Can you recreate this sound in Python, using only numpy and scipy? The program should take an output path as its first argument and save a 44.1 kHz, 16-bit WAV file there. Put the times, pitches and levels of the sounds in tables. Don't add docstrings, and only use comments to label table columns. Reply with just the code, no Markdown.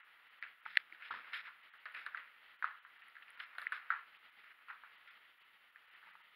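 import sys
import numpy as np
from scipy import signal
from scipy.fft import rfft, irfft
from scipy.io import wavfile
from scipy.ndimage import uniform_filter1d

SR = 44100
rng = np.random.default_rng(int(sys.argv[2]) if len(sys.argv) > 2 else 0)


def wav_out(sig):
    wavfile.write(sys.argv[1], SR, np.round(np.clip(np.atleast_2d(sig).T, -1, 1) * 32767).astype(np.int16))


def attenuation_scalar(level_db):
    decades = np.asarray(level_db, float) / 20
    return 10 ** decades


N = 280035

# (frequency [Hz], level [dB per Hz])
AIR_COLOUR = [(18, -63), (30, -25), (124, -26), (671, -16), (1090, -9.5), (1320, -2.5), (1610, -9),
              (1960, 1), (2440, -8.5), (3030, -5), (4700, -24.5), (5600, -45), (7280, -74.5), (12300, -120)]
# (frequency [Hz], level [dB per Hz])
FIZZ_COLOUR = [(3290, -32), (5600, -6.5), (6050, -16.5), (6980, -12.5), (8050, -17), (10900, -0.5),
               (13500, -1), (15700, -1)]
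# (frequency [Hz], level [dB rms])
WHINE = [(15655, -108), (15714, -99)]
# (time [s], length [s])
DROPOUTS = [(0.01, 0.031), (0.289, 0.014), (0.398, 0.013), (0.612, 0.014), (1.621, 0.0077), (1.7, 0.03),
            (1.783, 0.014), (2.57, 0.018), (2.796, 0.028), (2.849, 0.013), (2.982, 0.0071), (3.024, 0.011),
            (3.361, 0.01), (3.446, 0.011), (3.684, 0.012), (4.176, 0.012), (4.307, 0.0085), (4.964, 0.011),
            (5.092, 0.012), (5.39, 0.01), (5.432, 0.013), (5.712, 0.0081), (5.862, 0.0087), (5.898, 0.012),
            (5.947, 0.0098), (6.118, 0.011), (6.22, 0.015)]
# (frequency [Hz], level [dB per Hz])
HOUSING_COLOUR = [(180, -58.5), (300, -36), (393, -37.5), (456, -20.5), (522, -19), (1030, -11.5),
                  (1380, -1.5), (1580, -4.5), (1720, -2), (2380, -6), (2610, -6), (3760, -16.5),
                  (5280, -26.5), (6040, -67), (7600, -53), (9880, -80.5), (16700, -120)]
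# (frequency [Hz], level [dB per Hz])
EDGE_COLOUR = [(1650, -34), (2800, -0.5), (3330, 3), (3750, -1.5), (4160, -9), (4500, -14), (5260, -17),
               (5800, -49.5), (7540, -65), (12800, -120)]
# (frequency [Hz], level [dB per Hz])
TREBLE_COLOUR = [(3410, -45), (5800, -18.5), (6000, -28.5), (7000, -10), (7940, -26.5), (8110, -24),
                 (8420, -15), (9080, -9.5), (10400, -4), (10800, -1.5), (12800, -10), (14800, -4.5),
                 (15800, -14.5)]
# (time [s], peak level [dB], pitch [Hz], time to fall 60 dB [s])
THUDS = [(0.66, -48.5, 892, 0.044), (0.77, -51.5, 897, 0.031), (0.924, -68, 338, 0.074),
         (1.106, -41, 954, 0.024), (1.14, -43, 970, 0.019), (1.855, -65.5, 638, 0.12),
         (3.582, -51.5, 710, 0.027), (4.37, -74, 796, 0.13), (6.034, -68, 864, 0.05),
         (6.072, -59, 910, 0.042), (6.151, -60, 890, 0.036), (6.204, -65, 920, 0.07)]
# (time [s], peak level [dB], pitch [Hz], time to fall 60 dB [s])
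KNOCKS = [
    (0.772, -59, 560, 0.035),
    (1.108, -73.5, 98, 0.21),
    (1.108, -68, 192, 0.16),
    (1.111, -77, 332, .08),
    (1.17, -65, 235, 0.048),
    (4.372, -81.5, 225, 0.08),
]
# (time [s], level [dB], time to fall 60 dB [s])
GRIP_HUMS = [
    (0.661, -84, 0.53),
    (1.38, -88.5, 0.97),
    (6.049, -86.5, 0.64),
]
# (time [s], crunch level [dB])
WEIGHT = [(0.0, -60.5), (0.3, -65), (0.76, -64.5), (1.03, -56), (1.34, -51.5), (1.56, -63.5), (1.82, -64),
          (2.0, -52), (2.25, -61), (2.44, -65.5), (3.11, -65), (3.4, -59), (3.84, -55.5), (4.14, -66),
          (4.88, -63), (5.68, -70), (6.08, -58.5), (6.35, -76.5)]
# (time [s], low body level [dB], gritty edge level [dB])
STOMPS = [
    (0.84, -85, -85),
    (1.105, -62.5, -58),
    (1.96, -76, -63),
    (3.58, -75, -85),
    (4.37, -81, -78),
]
# (time [s], length [s], crunch level [dB], edge level [dB], treble level [dB])
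TWISTS = [(0.662, 0.14, -58, -64, -101), (1.033, 0.051, -77, -63, -102), (1.332, 0.042, -44.5, -50, -76.5),
          (1.382, 0.025, -57, -59, -97), (1.439, 0.051, -56, -65, -105), (1.941, 0.072, -54, -71, -88),
          (3.394, 0.047, -52.5, -61, -88), (3.582, 0.057, -64, -69.5, -78.5),
          (3.722, 0.053, -56, -61.5, -86), (4.687, 0.022, -57, -79, -100), (4.378, 0.14, -67, -81, -111),
          (5.075, 0.034, -59.5, -65.5, -103), (4.847, 0.044, -70, -82, -110)]
# (time [s], peak level [dB], ring pitch [Hz], scatter below peak [dB], crack below peak [dB])
SHARDS = [(0.426, -28.5, 1790, -20.5, -14.5), (0.662, -31.5, 1336, -23, -24), (1.022, -43, 2100, -8, -14),
          (1.047, -46, 2400, -6.5, -23), (1.109, -30.5, 1280, -9.5, -24), (1.15, -34, 1380, -17.5, -13),
          (1.475, -46, 1270, -1.5, -23), (1.856, -39.5, 1600, -6, -5.5), (1.948, -34.5, 1920, -10.5, -11),
          (2.064, -29.5, 1450, -16.5, -11.5), (2.147, -26, 1420, -19, -33),
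          (2.173, -37.5, 1950, -10.5, -13), (2.625, -23, 1410, -16, -32), (2.643, -19.5, 1267, -18, -28),
          (2.85, -47, 1380, -8.5, -20), (3.401, -35, 1515, -16.5, -6), (3.584, -28.5, 1450, -16, -11),
          (3.618, -37.5, 1620, -15, -3), (3.722, -23.5, 1440, -14, -20), (3.904, -14, 1350, -20, -37),
          (3.925, -24.5, 1353, -18, -43), (4.7, -41.5, 1260, -3, -34), (4.836, -52.5, 1220, 1, -33),
          (6.029, -51, 1390, -7, -26)]
# (time [s], peak level [dB], ring pitch [Hz], scatter below peak [dB])
CHIPS = [(0.436, -33.5, 2110, -16), (0.655, -38.5, 1970, -13.5), (0.948, -44, 1670, -15),
         (1.129, -40, 1540, -8), (1.395, -34.5, 1850, -20.5), (1.737, -49.5, 1540, -6),
         (1.923, -46, 1840, -30), (2.005, -51, 1980, -30), (2.544, -55, 1800, -20), (2.963, -52, 1400, -11),
         (3.021, -48.5, 2220, -10.5), (3.028, -49.5, 1570, -14.5), (3.084, -48, 1750, -23),
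         (3.154, -43.5, 1740, -20), (3.167, -40.5, 1730, -19), (3.223, -42.5, 1800, -21),
         (3.282, -43, 2200, -27), (3.306, -43.5, 1770, -26), (3.375, -44, 1570, -17),
         (3.394, -43, 1740, -15), (3.405, -34.5, 1450, -28), (3.551, -42.5, 1450, -12.5),
         (4.149, -48.5, 2560, -12.5), (4.478, -54, 1800, -9), (4.684, -43, 1300, -9),
         (4.711, -45, 1350, -20), (5.078, -54, 2030, -12), (5.759, -46.5, 1731, -12),
         (6.082, -51, 1710, -22), (6.153, -46.5, 1300, -16)]
# (time [s], peak level [dB], ring pitch [Hz], crack below peak [dB])
HOUSING_CLICKS = [
    (0.756, -33, 1950, -15),
    (0.772, -10.5, 1742, -5.5),
    (0.925, -35, 1980, -23),
    (3.669, -20.5, 1840, -48),
]
# (time [s], peak level [dB], ring pitch [Hz])
FURTHER_CHIPS = [(2.289, -62, 1850), (3.067, -52, 1540), (3.181, -50, 1350), (3.226, -47, 2820), (3.325, -57, 1710),
                 (3.403, -36.5, 2830), (3.099, -51, 4650), (0.938, -55, 4500), (1.334, -30, 1920),
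                 (4.129, -49.5, 1260), (5.103, -50, 2180), (5.95, -47, 1700), (6.112, -50, 1790), (6.205, -55, 1290)]
# (time [s], peak level [dB])
SPLINTERS = [(0.772, -38.5), (1.9224, -69), (1.947, -66), (1.9977, -70), (2.0632, -52.5), (3.0841, -62),
             (3.3044, -59), (3.583, -58), (3.617, -53.5), (3.723, -52), (4.686, -69), (2.625, -68),
             (2.642, -64)]

AIR_DB, FIZZ_DB = -67.5, -85
GRIP_HZ = 181.3
REST_DB = -63
EDGE_DB, EDGE_FOLLOWS = -81, 1.0
DUST_DB, DUST_FOLLOWS = -92.5, 0.25
BODY_DB, BODY_FOLLOWS = -93.5, 0.6
STOMP_RISE_S, STOMP_T60_S = 0.018, 0.3
TWIST_FADE_S, TWIST_RELEASE_S = 0.006, 0.011
TWIST_BAND_HZ = (1230, 2860)
SHARD_T60_S = 0.25
CHIP_T60_S, CHIP_SCATTER_DB, CHIP_CRACK_DB = 0.14, -16.5, -18
CLICK_T60_S, CLICK_SCATTER_DB = 0.017, -22.5
FIRST_SLIP = 6.1
FRACTURE_SAMPLES = 800
NOTCH_HZ, NOTCH_WIDTH_HZ = 3150, 450
PORT_HZ, PORT_WIDTH_HZ, PORT_SHARE = 10450, 700, 0.8
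KEPT_HZ, SPARED_DB = (730, 4000), -80
DROPOUT_FADE_S = 0.012
ROUNDING_DB, CUTOFF_HZ = -101, 16200


def rms_one(x):
    return x / np.sqrt(np.mean(x ** 2) + 1e-20)


def colour(x, points):
    hz, db = np.transpose(points)
    grid = np.maximum(np.arange(2049) * SR / 4096, 10)
    log_gain = np.interp(np.log(grid), np.log(hz), db) * np.log(10) / 20
    cepstrum = irfft(log_gain)
    cepstrum[1:2048] *= 2
    cepstrum[2049:] = 0
    pulse = irfft(np.exp(rfft(cepstrum)))
    pulse = pulse / np.sqrt(np.sum(pulse ** 2))
    return signal.fftconvolve(x, pulse)[:len(x)]


def band(x, low_hz, high_hz):
    return signal.sosfilt(signal.butter(2, [low_hz, high_hz], "band", fs=SR, output="sos"), x)


def drift(rate_hz):
    r = np.exp(-2 * np.pi * rate_hz / SR)
    settled = signal.lfilter([1], [1, -2 * r, r * r], rng.standard_normal(N + SR))[SR:]
    return rms_one(settled)


def grains(per_s, spread_db):
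    force = attenuation_scalar(spread_db * np.minimum(rng.exponential(1, N), 4))
    clicks = force * rng.choice([-1, 1], N)
    return rms_one(clicks * (rng.random(N) < per_s / SR))


def ringing(hz, t60, seconds, rise):
    t = np.arange(int(seconds * SR)) / SR
    wave = np.sin(2 * np.pi * hz * t) * attenuation_scalar(-60 * t / t60) * (1 - np.exp(-t / rise))
    return wave / np.max(np.abs(wave))


def burst(click, low_hz, high_hz, narrow):
    centre, half = (low_hz + high_hz) / 2, narrow * (high_hz - low_hz) / 2
    wave = band(band(click, low_hz, high_hz), centre - half, centre + half)
    return wave / np.max(np.abs(wave))


def add(track, s, wave):
    at = int(s * SR)
    track[at:at + len(wave)] += wave[:N - at]


def boxes(rows, fade_s):
    out = np.zeros(N)
    for s, length, gain in rows:
        add(out, s, np.full(int(length * SR), gain))
    width = int(fade_s * SR)
    flank = rms_one(np.hanning(width) + 1e-9) / (0.816 * width)
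    return np.convolve(out, flank, "same")


def background_hiss():
    air = attenuation_scalar(AIR_DB + 2.4 * drift(9.0)) * colour(rng.standard_normal(N), AIR_COLOUR)
    fizz = attenuation_scalar(FIZZ_DB) * colour(rng.standard_normal(N), FIZZ_COLOUR)
    return air + fizz


def thuds():
    out = np.zeros(N)
    for s, db, hz, t60 in THUDS + KNOCKS:
        add(out, s, attenuation_scalar(db) * ringing(hz, max(t60, 0.01), 0.3, rise=0.00065))
    for s, db, t60 in GRIP_HUMS:
        add(out, s, attenuation_scalar(db) * ringing(GRIP_HZ, t60, 0.6, rise=0.024))
    return out


def stomp_gains():
    t = np.arange(SR // 2) / SR
    shape = (1 - np.exp(-t / STOMP_RISE_S)) * attenuation_scalar(-60 * t / STOMP_T60_S)
    low, edge = np.zeros(N), np.zeros(N)
    for s, low_db, edge_db in STOMPS:
        add(low, s, attenuation_scalar(low_db + 3) * shape)
        add(edge, s, attenuation_scalar(edge_db + 5.5) * shape)
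    return low, edge


def twist_gain(column):
    rows = [(row[0], row[1], attenuation_scalar(row[column])) for row in TWISTS]
    held = boxes(rows, TWIST_FADE_S)
    keep = np.exp(-1 / (TWIST_RELEASE_S * SR))
    release = signal.lfilter([1 - keep], [1, -keep], held + 1e-18)
    return np.maximum(held, release)


def crunch():
    weight_db = np.interp(np.arange(N) / SR, *np.transpose(WEIGHT))
    swing_db = weight_db - REST_DB
    stomp_low, stomp_edge = stomp_gains()
    twist_crunch, twist_edge, twist_treble = [twist_gain(column) for column in (2, 3, 4)]

    grit = grains(3500, 2.4) * attenuation_scalar(1.7 * drift(46))
    dust = grains(15000, 0.6)
    housed = colour(grit, HOUSING_COLOUR)

    edge_gain = attenuation_scalar(EDGE_DB + EDGE_FOLLOWS * swing_db) + stomp_edge + twist_edge
    dust_gain = attenuation_scalar(DUST_DB + DUST_FOLLOWS * swing_db) + twist_treble
    body_gain = attenuation_scalar(BODY_DB + BODY_FOLLOWS * swing_db) + stomp_low

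    pressing = attenuation_scalar(weight_db - 3.5) * rms_one(band(housed, 660, 2900))
    twisting = twist_crunch * rms_one(band(housed, *TWIST_BAND_HZ))
    edge = edge_gain * rms_one(colour(grit, EDGE_COLOUR))
    treble = dust_gain * rms_one(colour(dust + 0.5 * grit, TREBLE_COLOUR))
    body = body_gain * rms_one(band(grit, 180, 810))
    return pressing + twisting + edge + treble + body


def fractures(count):
    t = np.arange(FRACTURE_SAMPLES) / SR
    out = rng.standard_normal((count, FRACTURE_SAMPLES)) * np.exp(-t / 0.0011)
    out[:, 0] += FIRST_SLIP
    return out


def splinters():
    ticks = np.zeros(N)
    for (s, db), fracture in zip(SPLINTERS, fractures(len(SPLINTERS))):
        add(ticks, s - 0.0005, attenuation_scalar(db - 6.0) * fracture)
    bright = band(colour(ticks, TREBLE_COLOUR), 6000, 15000)
    port = signal.lfilter(*signal.iirpeak(PORT_HZ, PORT_HZ / PORT_WIDTH_HZ, fs=SR), bright)
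    return (1 - PORT_SHARE) * bright + 2 * PORT_SHARE * port


def all_breaks():
    breaks = []
    for s, db, hz, scatter_db, crack_db in SHARDS:
        breaks.append((s, db, hz, SHARD_T60_S, scatter_db, crack_db))
    for s, db, hz, scatter_db in CHIPS:
        breaks.append((s, db, hz, CHIP_T60_S, scatter_db, CHIP_CRACK_DB))
    for s, db, hz, crack_db in HOUSING_CLICKS:
        breaks.append((s, db, hz, CLICK_T60_S, CLICK_SCATTER_DB, crack_db))
    for s, db, hz in FURTHER_CHIPS:
        breaks.append((s, db, hz, CHIP_T60_S, CHIP_SCATTER_DB, CHIP_CRACK_DB))
    return breaks


def snaps():
    out = np.zeros(N)
    grit = rms_one(colour(grains(7000, 5.13), HOUSING_COLOUR))
    t = np.arange(SR // 2) / SR
    click = np.zeros(FRACTURE_SAMPLES)
    click[0] = 1
    breaks = all_breaks()
    notch = signal.iirnotch(NOTCH_HZ, NOTCH_HZ / NOTCH_WIDTH_HZ, fs=SR)
    cracks = signal.lfilter(*notch, fractures(len(breaks)))

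    for (s, db, hz, t60, scatter_db, crack_db), fracture in zip(breaks, cracks):
        ring = burst(click, hz * 0.65, hz * 1.466, narrow=0.28)
        crack = burst(fracture, 2100, 5870, narrow=1.0)
        add(out, s - 0.0008, attenuation_scalar(db - 3.5) * ring)
        add(out, s - 0.0008, attenuation_scalar(db + crack_db + 2.0) * crack)

        piece = grit[int(s * SR):][:len(t)]
        piece = attenuation_scalar(crack_db * 0.29) * piece + 1.2 * band(piece, hz * 0.67, hz * 1.386)
        early = 0.81 * attenuation_scalar(-60 * t / 0.026) * (t60 > 0.06)
        late = 0.5 * attenuation_scalar(-45 * t / max(t60, 0.01))
        envelope = (early + late) * (1 - np.exp(-t / 0.00047))
        add(out, s, attenuation_scalar(db + scatter_db) * piece * envelope[:len(piece)])

    return signal.sosfilt(signal.cheby2(6, 40, 5900, fs=SR, output="sos"), out)


def scene():
    return (background_hiss() + thuds() + crunch() + splinters() + snaps())[None]


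def band_limit(x):
    return signal.sosfilt(signal.butter(12, 16300, fs=SR, output="sos"), x)


def record(dry):
    kept = signal.sosfiltfilt(signal.butter(4, KEPT_HZ, "band", fs=SR, output="sos"), dry)
    upper = signal.sosfiltfilt(signal.butter(4, [KEPT_HZ[1], 5500], "band", fs=SR, output="sos"), dry)
    loud_grit = uniform_filter1d(upper ** 2, size=1024) > attenuation_scalar(2 * SPARED_DB)
    kept = kept + upper * loud_grit

    rows = [(s - 0.002, length + 0.0026, 1.0) for s, length in DROPOUTS]
    dropout = np.clip(boxes(rows, DROPOUT_FADE_S), 0, 1)
    thinned = dry + dropout * (kept - dry)
    thinned = signal.sosfilt(signal.ellip(10, 0.5, 50, 15740, fs=SR, output="sos"), thinned)

    t = np.arange(N) / SR
    whine = sum(attenuation_scalar(db + 13) * np.sin(2 * np.pi * hz * t) for hz, db in WHINE)
    rounding = attenuation_scalar(ROUNDING_DB) * rng.standard_normal(N)
    top_cut = signal.cheby2(12, 50, CUTOFF_HZ, fs=SR, output="sos")
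    finished = signal.sosfilt(top_cut, thinned + whine + rounding)
    return band_limit(finished)


dry = scene()
out = record(dry)
wav_out(out)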